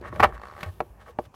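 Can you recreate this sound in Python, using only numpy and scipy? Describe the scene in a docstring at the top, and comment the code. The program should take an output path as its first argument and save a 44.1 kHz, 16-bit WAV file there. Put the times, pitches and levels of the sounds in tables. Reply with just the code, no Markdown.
"""Plastic trim shell pressed home

Hands press a hollow plastic trim shell into place in a quiet vehicle cabin, close to a small microphone.
Taps and slips ring the shell's modes: knocks, two crunches as clips scrape home, a creak under load.
Skin rubs the plastic: fine slips ring the shell, noise hisses in the treble. A very high swish is noise.
Soft low thuds are decaying sines over a lumpy noise rumble and faint hiss; short dull echoes follow the shell.
"""
import sys
import numpy as np
from scipy import signal
from scipy.fft import rfft, irfft
from scipy.io import wavfile

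SR = 44100
rng = np.random.default_rng(int(sys.argv[2]) if len(sys.argv) > 2 else 0)


def invert_db(x):
    """Field ratio 10**(x/20) for x, a level in decibels (scalar or array-like)."""
    u = np.asarray(x, float) / 20
    return 10 ** u


def to_wav(sig):
    """Store sig (one row per channel, or 1-D mono) as 16-bit WAV at the path in sys.argv[1].

    Samples outside -1..1 are clipped; the rate is SR.
    """
    pcm = np.clip(np.atleast_2d(sig), -1, 1) * 32767
    pcm = np.round(pcm).astype(np.int16)
    wavfile.write(sys.argv[1], SR, pcm.T)  # frames by channels


N = 59535


def evened(x):
    """Scales x to rms 1."""
    return x / np.sqrt(np.mean(x ** 2) + 1e-20)


def curve(table, column):
    """Joins a table column by straight lines in time."""
    rows = np.array(table, float)
    return np.interp(np.arange(N) / SR, rows[:, 0], rows[:, column])


def coloured(x, points):
    """Filters x by a response given as (f/Hz, level/dB); rms 1."""
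    f_hz, level_db = np.transpose(points)
    bins_hz = np.fft.rfftfreq(len(x), 1 / SR)
    gain = invert_db(np.interp(np.log(bins_hz + 1), np.log(f_hz + 1), level_db))
    return evened(irfft(rfft(x) * gain, len(x)))


def add(mix, start_s, sound):
    """Mixes a sound in at start_s, cut at the end of the mix."""
    part = mix[round(start_s * SR):][:len(sound)]
    part += sound[:len(part)]


# shell modes: f/Hz, level/dB before spot weighting, t60/s before the cycle limit
SHELL_MODES = [(215, -6.5, 0.022), (348, 2.5, 0.048), (479.4, -3, 0.06), (618.4, 6, 0.022),
               (740.6, 4.5, 0.025), (829, 2, 0.02), (975, 0.5, 0.013), (1111.4, 4.5, 0.035),
               (1253, 6.5, 0.015), (1350, -9, 0.028), (1567, 5, 0.013), (1809, 4, 0.02), (2200, 1, 0.024),
               (2666, -1.5, 0.018), (3293, -3.5, 0.0094), (3650, -46.5, 0.017), (4380, -11.5, .03)]
LONGEST_CYCLES = 90  # held plastic dies within this many swings
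GRIP_S = 0.0026  # time in which the pressing hand takes the first swings


def ring(centre_hz, octaves, contact_s=0.00018, scatter_rad=np.pi, lasting=1, left=1):
    """Shell's answer to a soft-edged tap: decaying modes weighted around the spot's favoured pitch; peak 1."""
    t = np.arange(4000) / SR
    phases = scatter_rad * (2 * rng.random(len(SHELL_MODES)) - 1)
    out = np.zeros(len(t))
    for (hz, db, t60_s), phase in zip(SHELL_MODES, phases):
        decay = invert_db(db - 60 * t / min(t60_s * lasting, LONGEST_CYCLES / hz))
        weight = np.exp(-0.5 * (np.log2(hz / centre_hz) / octaves) ** 2)
        out += decay * weight * np.sin(2 * np.pi * hz * t + phase)
    soft_edge = 1 - np.exp(-(t / contact_s) ** 2)
    grip = left + (1 - left) * np.exp(-(t / GRIP_S) ** 2)
    out = out * soft_edge * grip
    return out / abs(out).max()


def grains(per_s, spread_db):
    """Random slips of either sign, a few large; rms 1."""
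    size = invert_db(spread_db * np.minimum(rng.exponential(1, N), 4)) * rng.choice([-1., 1.], N)
    return evened(size * (rng.random(N) < per_s / SR))


def scrape(shape, per_s, spread_db, centre_hz, octaves, lasting=1, count=5):
    """Slips at several spots, each ringing the shell in its own way."""
    taps = [ring(centre_hz, octaves, lasting=lasting) for _ in range(count)]
    out = np.zeros(N)
    for tap in taps:
        slips = shape * grains(per_s, spread_db)
        out += signal.oaconvolve(slips, tap / np.linalg.norm(tap))[:N]
    return out / np.sqrt(count)


# rubbing: t/s, shell level/dB, treble level/dB
RUB = [(0, -61, -77), (.02, -46, -73), (.056, -40.5, -63), (.085, -42, -57.5), (.108, -54.5, -75),
       (.14, -48.5, -61.5), (.163, -40, -64), (.19, -42, -63), (.29, -37, -62), (.318, -50.5, -75),
       (.35, -45.5, -60), (.39, -55.5, -80), (.45, -50.5, -65), (.545, -60, -68), (.585, -45.5, -61.5),
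       (.62, -43, -59.5), (.645, -41, -60.5), (.685, -48, -61), (.71, -62, -68), (.9, -63, -77.5),
       (.97, -66, -97), (1.015, -49, -62), (1.045, -64, -72), (1.085, -45, -62.5), (1.115, -60, -68.5),
       (1.155, -70.5, -97), (1.2, -63, -67), (1.23, -61.5, -70.5), (1.26, -59, -62.5), (1.3, -93, -104),
       (1.335, -80.5, -81), (1.35, -66, -55.5)]
# rubbing colour: t/s, power share of the high modes (0-1)
RUB_BRIGHT = [(0, 0.14), (.07, 0.8), (.14, 0.84), (.165, 0.12), (.29, 0.04), (.35, 0.76), (.65, 0.53),
              (.9, 0.17), (1.02, 0.86), (1.1, 0.56), (1.35, 0.5)]
# skin hiss colour: f/Hz, relative density/dB per Hz
RUB_HISS = [(2000, -8), (3000, 7.5), (4400, 0), (6500, -4), (9000, -5.5), (12500, -9.5), (15000, -19.5),
            (16500, -13.5)]
RUB_GRAINS_PER_S, RUB_GRAIN_DB = 400, 4.5
RUB_LOW_HZ, RUB_HIGH_HZ, RUB_OCTAVES = 558, 1445, 0.54
RUB_LASTING = 1.6  # t60 factor: a stroking hand lets the high modes ring longer


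def rubbing():
    """Fine slips ring the low or high modes of the shell; skin on plastic hisses in the treble."""
    share, level = curve(RUB_BRIGHT, column=1), invert_db(curve(RUB, column=1))
    low_shape, high_shape = level * np.sqrt(1 - share), level * np.sqrt(share)
    low = scrape(low_shape, RUB_GRAINS_PER_S, RUB_GRAIN_DB, RUB_LOW_HZ, RUB_OCTAVES)
    high = scrape(high_shape, RUB_GRAINS_PER_S, RUB_GRAIN_DB, RUB_HIGH_HZ, RUB_OCTAVES, RUB_LASTING)
    rough = rng.standard_normal(N) + 0.55 * grains(RUB_GRAINS_PER_S, RUB_GRAIN_DB)
    return low + high + coloured(rough, RUB_HISS) * invert_db(curve(RUB, column=2))


# rumble: t/s, level/dB
RUMBLE = [(0.0, -50.5), (0.232, -32), (0.402, -53.5), (0.808, -50), (0.92, -55.5), (1.104, -56.5),
          (1.21, -49.5), (1.35, -61)]
# rumble colour: f/Hz, relative density/dB per Hz
RUMBLE_COLOUR = [(12, -52), (20, -41.5), (64, 4.5), (129, -5.5), (216, -11.5), (255, -21.5), (400, -13.5),
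                 (520, -45.5), (880, -120)]


def rumble():
    """Low noise whose level rises and falls in lumps."""
    return coloured(rng.standard_normal(N), RUMBLE_COLOUR) * invert_db(curve(RUMBLE, column=1))


# swish of cloth or skin: t/s, level/dB
SWISH = [(0, -106), (.16, -70), (.3, -76), (.35, -73), (.42, -98), (.6, -68), (.75, -68.5), (.95, -75),
         (1.04, -83), (1.1, -69), (1.15, -93.5), (1.225, -68), (1.3, -89.5)]
# swish colour: f/Hz, relative density/dB per Hz
SWISH_COLOUR = [(7000, -22.5), (10500, -8), (12500, -7.5), (15500, -11), (16500, -17.5)]


def swish():
    """Smooth, very high noise of cloth or skin."""
    return coloured(rng.standard_normal(N), SWISH_COLOUR) * invert_db(curve(SWISH, column=1))


# floor colour: f/Hz, relative density/dB per Hz
FLOOR_COLOUR = [(120, -45), (200, 7.5), (500, 3), (900, 6), (1300, -4.5), (1900, -15.5), (2500, -8.5),
                (3600, -23), (6000, -18), (12000, -25), (16000, -28)]
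FLOOR_DB = -62


def floor_hiss():
    """Faint steady noise."""
    return invert_db(FLOOR_DB) * coloured(rng.standard_normal(N), FLOOR_COLOUR)


# crack colour: f/Hz, relative density/dB per Hz
CRACK_COLOUR = [(2500, 9), (4400, 5), (6500, -3.5), (9000, -7), (12000, -3.5), (15000, -12), (16500, -16.5)]
CRACK_T60_S = 0.031


def crack():
    """Short bright noise puff where hard edges meet."""
    t = np.arange(2000) / SR
    return coloured(rng.standard_normal(len(t)), CRACK_COLOUR) * invert_db(-60 * t / CRACK_T60_S)


# knocks, rebounds and the strongest slips of the two crunches:
# t/s, level/dB, favoured f/Hz, spread/octaves, crack level re hit/dB, contact/s
HITS = [(0.013, -32, 363, 0.16, -21.5, 0.0011), (.0475, -30.5, 850, 0.54, -41, 0.0022),
        (.126, -25.5, 1050, 0.54, -37, 0.0014), (.129, -28.5, 392, 0.65, -40, 0.0021),
        (0.159, -36.5, 2430, 0.61, -11.5, 0.00038), (.197, -14.5, 1230, 0.43, -24, 0.0012),
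        (.2012, -6.5, 811, 0.99, -35, 0.0012), (.204, -11.5, 1350, 1.1, -24, .0005),
        (0.2277, -8, 1130, 0.444, -27, 0.00047), (.2302, -2.5, 1020, 0.56, -47, 0.0017),
        (.237, -1.5, 1210, 0.85, -25, 0.00096), (.2464, -5, 750, 0.32, -48, 0.00055),
        (.324, -30.5, 1280, 0.42, -40, 0.00095), (.366, -37, 1190, 0.37, -30, 0.0018),
        (0.609, -32.5, 2520, 1.05, -9.5, 0.0012), (0.6298, -20, 1990, 0.95, -17.5, 0.0014),
        (.6325, -27.5, 1010, 1.9, -8, 0.00075), (.8046, -12, 658, 0.68, -30.5, 0.00062),
        (0.8038, -27, 2440, 0.65, -22, 0.00039), (.8075, -14, 790, 0.3, -41, 0.001),
        (0.8175, -30.5, 404, 0.38, -40, 0.0019), (1.064, -41, 1110, 0.41, -22, 0.00074),
        (1.091, -44.5, 487, 0.085, -41, 0.0068), (1.1872, -33.5, 2200, 0.36, -13.5, 0.00046),
        (1.1885, -13.5, 526, 0.67, -38.5, 0.001), (1.1962, -33.5, 400, 0.55, -31, 0.001),
        (1.254, -48, 1300, 1.4, -5.5, 0.00022), (1.341, -39, 997, 0.44, -19, 0.0017)]
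HIT_SCATTER_RAD = 0.3  # modes start nearly in step
GRIP_LEFT = 0.34  # share of a swing left by the pressing hand


def knocks_and_strong_slips():
    """Single taps and strong slips ring the shell; hard edges crack."""
    out = np.zeros(N)
    for start_s, db, hz, octaves, crack_db, contact_s in HITS:
        hit = ring(hz, octaves, contact_s, HIT_SCATTER_RAD, left=GRIP_LEFT)
        add(out, start_s, invert_db(db) * hit)
        add(out, start_s, invert_db(db + crack_db) * crack())
    return out


# low thuds: t/s, level/dB, f/Hz, rise/s, hold/s, t60/s
THUDS = [(0.19, -23, 88, 0.032, 0.0039, 0.13), (0.252, -35.5, 64.9, 0.037, 0.0099, 0.2),
         (0.322, -37, 54.5, 0.006, 0.018, 0.45), (0.629, -36, 165, 0.0025, 0.003, 0.08),
         (0.66, -30, 90, 0.0045, 0.035, 0.095), (0.864, -49.5, 97, 0.0059, 0.0069, 0.17),
         (0.899, -44.5, 53.6, 0.0081, 0.026, 0.32), (1.254, -49, 98, 0.015, 0.01, 0.051)]


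def thuds():
    """Soft pushes swing the heavy panels: low sines that swell, hold and decay."""
    out, t = np.zeros(N), np.arange(SR // 2) / SR
    for start_s, db, hz, rise_s, hold_s, t60_s in THUDS:
        swell = np.sin(np.pi / 2 * np.minimum(t / rise_s, 1)) ** 2
        decay = invert_db(db - 60 * np.maximum(t - rise_s - hold_s, 0) / t60_s)
        add(out, start_s, swell * decay * np.sin(2 * np.pi * hz * t))
    return out


# dense slips of the crunches: t/s, rise/s, hold/s, level/dB, favoured f/Hz
CRUNCHES = [(0.195, 0.0082, 0.0011, -17.5, 1200), (0.224, 0.0098, 0.0092, -12, 1340)]
CRUNCH_FALL_DB_PER_S, CRUNCH_SLIPS_PER_S, CRUNCH_GRAIN_DB = 1109, 500, 0.28
CRUNCH_OCTAVES, CRUNCH_CRACK_DB = 1, -18.5


def crunches():
    """A clip scrapes home: a dense burst of slips that swells, holds and dies, with bright noise."""
    out, t = np.zeros(N), np.arange(N) / SR
    for start_s, rise_s, hold_s, db, hz in CRUNCHES:
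        since_hold_s = np.maximum(t - start_s - rise_s - hold_s, 0)
        shape = np.clip((t - start_s) / rise_s, 0, 1) * invert_db(db - CRUNCH_FALL_DB_PER_S * since_hold_s)
        out += scrape(shape, CRUNCH_SLIPS_PER_S, CRUNCH_GRAIN_DB, hz, CRUNCH_OCTAVES)
        out += invert_db(CRUNCH_CRACK_DB) * shape * coloured(rng.standard_normal(N), CRACK_COLOUR)
    return out


# creak: t/s, slip level/dB
CREAK = [(.377, -31.5), (.397, -39), (.416, -30), (.455, -32), (.52, -36.5), (.55, -37), (.575, -35),
         (.598, -38)]
# creak: t/s, slip rate/Hz
CREAK_RATE = [(.3775, 52.2), (.455, 52.2), (.462, 68), (.487, 70), (.51, 80), (.53, 77), (.55, 70),
              (.6, 80)]
CREAK_HZ, CREAK_OCTAVES, CREAK_CRACK_DB = 1110, 0.55, -22
CREAK_UNEVEN_OCTAVES = 0.12  # between slip spots
CREAK_TICK_HZ, CREAK_TICK_DB = 4400, -55  # centres; the tick level is absolute


def creak():
    """Stick and slip at a mostly rising rate; pitch varies per slip, as do its high tick's delay and level."""
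    t, out = np.arange(N) / SR, np.zeros(N)
    on = (t >= CREAK_RATE[0][0]) & (t <= CREAK_RATE[-1][0])
    turns = np.floor(np.cumsum(on * curve(CREAK_RATE, column=1)) / SR - 1e-9)
    level = invert_db(curve(CREAK, column=1))
    for i in np.flatnonzero(np.diff(turns, prepend=-1) > 0):
        spot, high, size, late = rng.standard_normal(size=4)
        slip_hz = CREAK_HZ * 2 ** (CREAK_UNEVEN_OCTAVES * spot)
        slip = ring(slip_hz, CREAK_OCTAVES, contact_s=0.0012, scatter_rad=1, left=GRIP_LEFT)
        add(out, t[i], level[i] * slip)
        add(out, t[i], level[i] * invert_db(CREAK_CRACK_DB) * crack())
        tick = ring(CREAK_TICK_HZ * 2 ** (0.15 * high), 0.3, lasting=0.4)
        add(out, t[i] + 0.001 * abs(late), invert_db(CREAK_TICK_DB + 3 * size) * tick)
    return out


CABIN_T60_S, CABIN_DB, CABIN_GAP_S, CABIN_TOP_HZ = 0.056, -17, 0.0023, 3440
CABIN_ECHOES_PER_S = 2000


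def cabin(x):
    """Short dull echoes from glass and seats: sparse decaying impulses, low-passed."""
    t = np.arange(6000) / SR
    echoes = (rng.random(len(t)) < CABIN_ECHOES_PER_S / SR) * rng.choice([-1., 1.], len(t))
    tail = echoes * invert_db(-60 * t / CABIN_T60_S) * (t > CABIN_GAP_S)
    tail = signal.lfilter(*signal.butter(1, CABIN_TOP_HZ, fs=SR), tail)
    return invert_db(CABIN_DB) * signal.oaconvolve(x, tail / np.linalg.norm(tail))[:N]


def scene():
    """Sums all sources; only the shell's sounds get cabin echoes."""
    shell = rubbing() + knocks_and_strong_slips() + crunches() + creak()
    mix = shell + cabin(shell) + rumble() + swish() + floor_hiss() + thuds()
    return mix[None]


def top_cut(x):
    """Nothing passes above the cut-off."""
    return signal.sosfilt(signal.butter(12, 16250, fs=SR, output="sos"), x)


def record(dry):
    """The microphone rounds off the loudest peaks."""
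    drive = 0.8
    mix = np.tanh(drive * dry) / drive
    return top_cut(mix)


dry = scene()
out = record(dry)
to_wav(out)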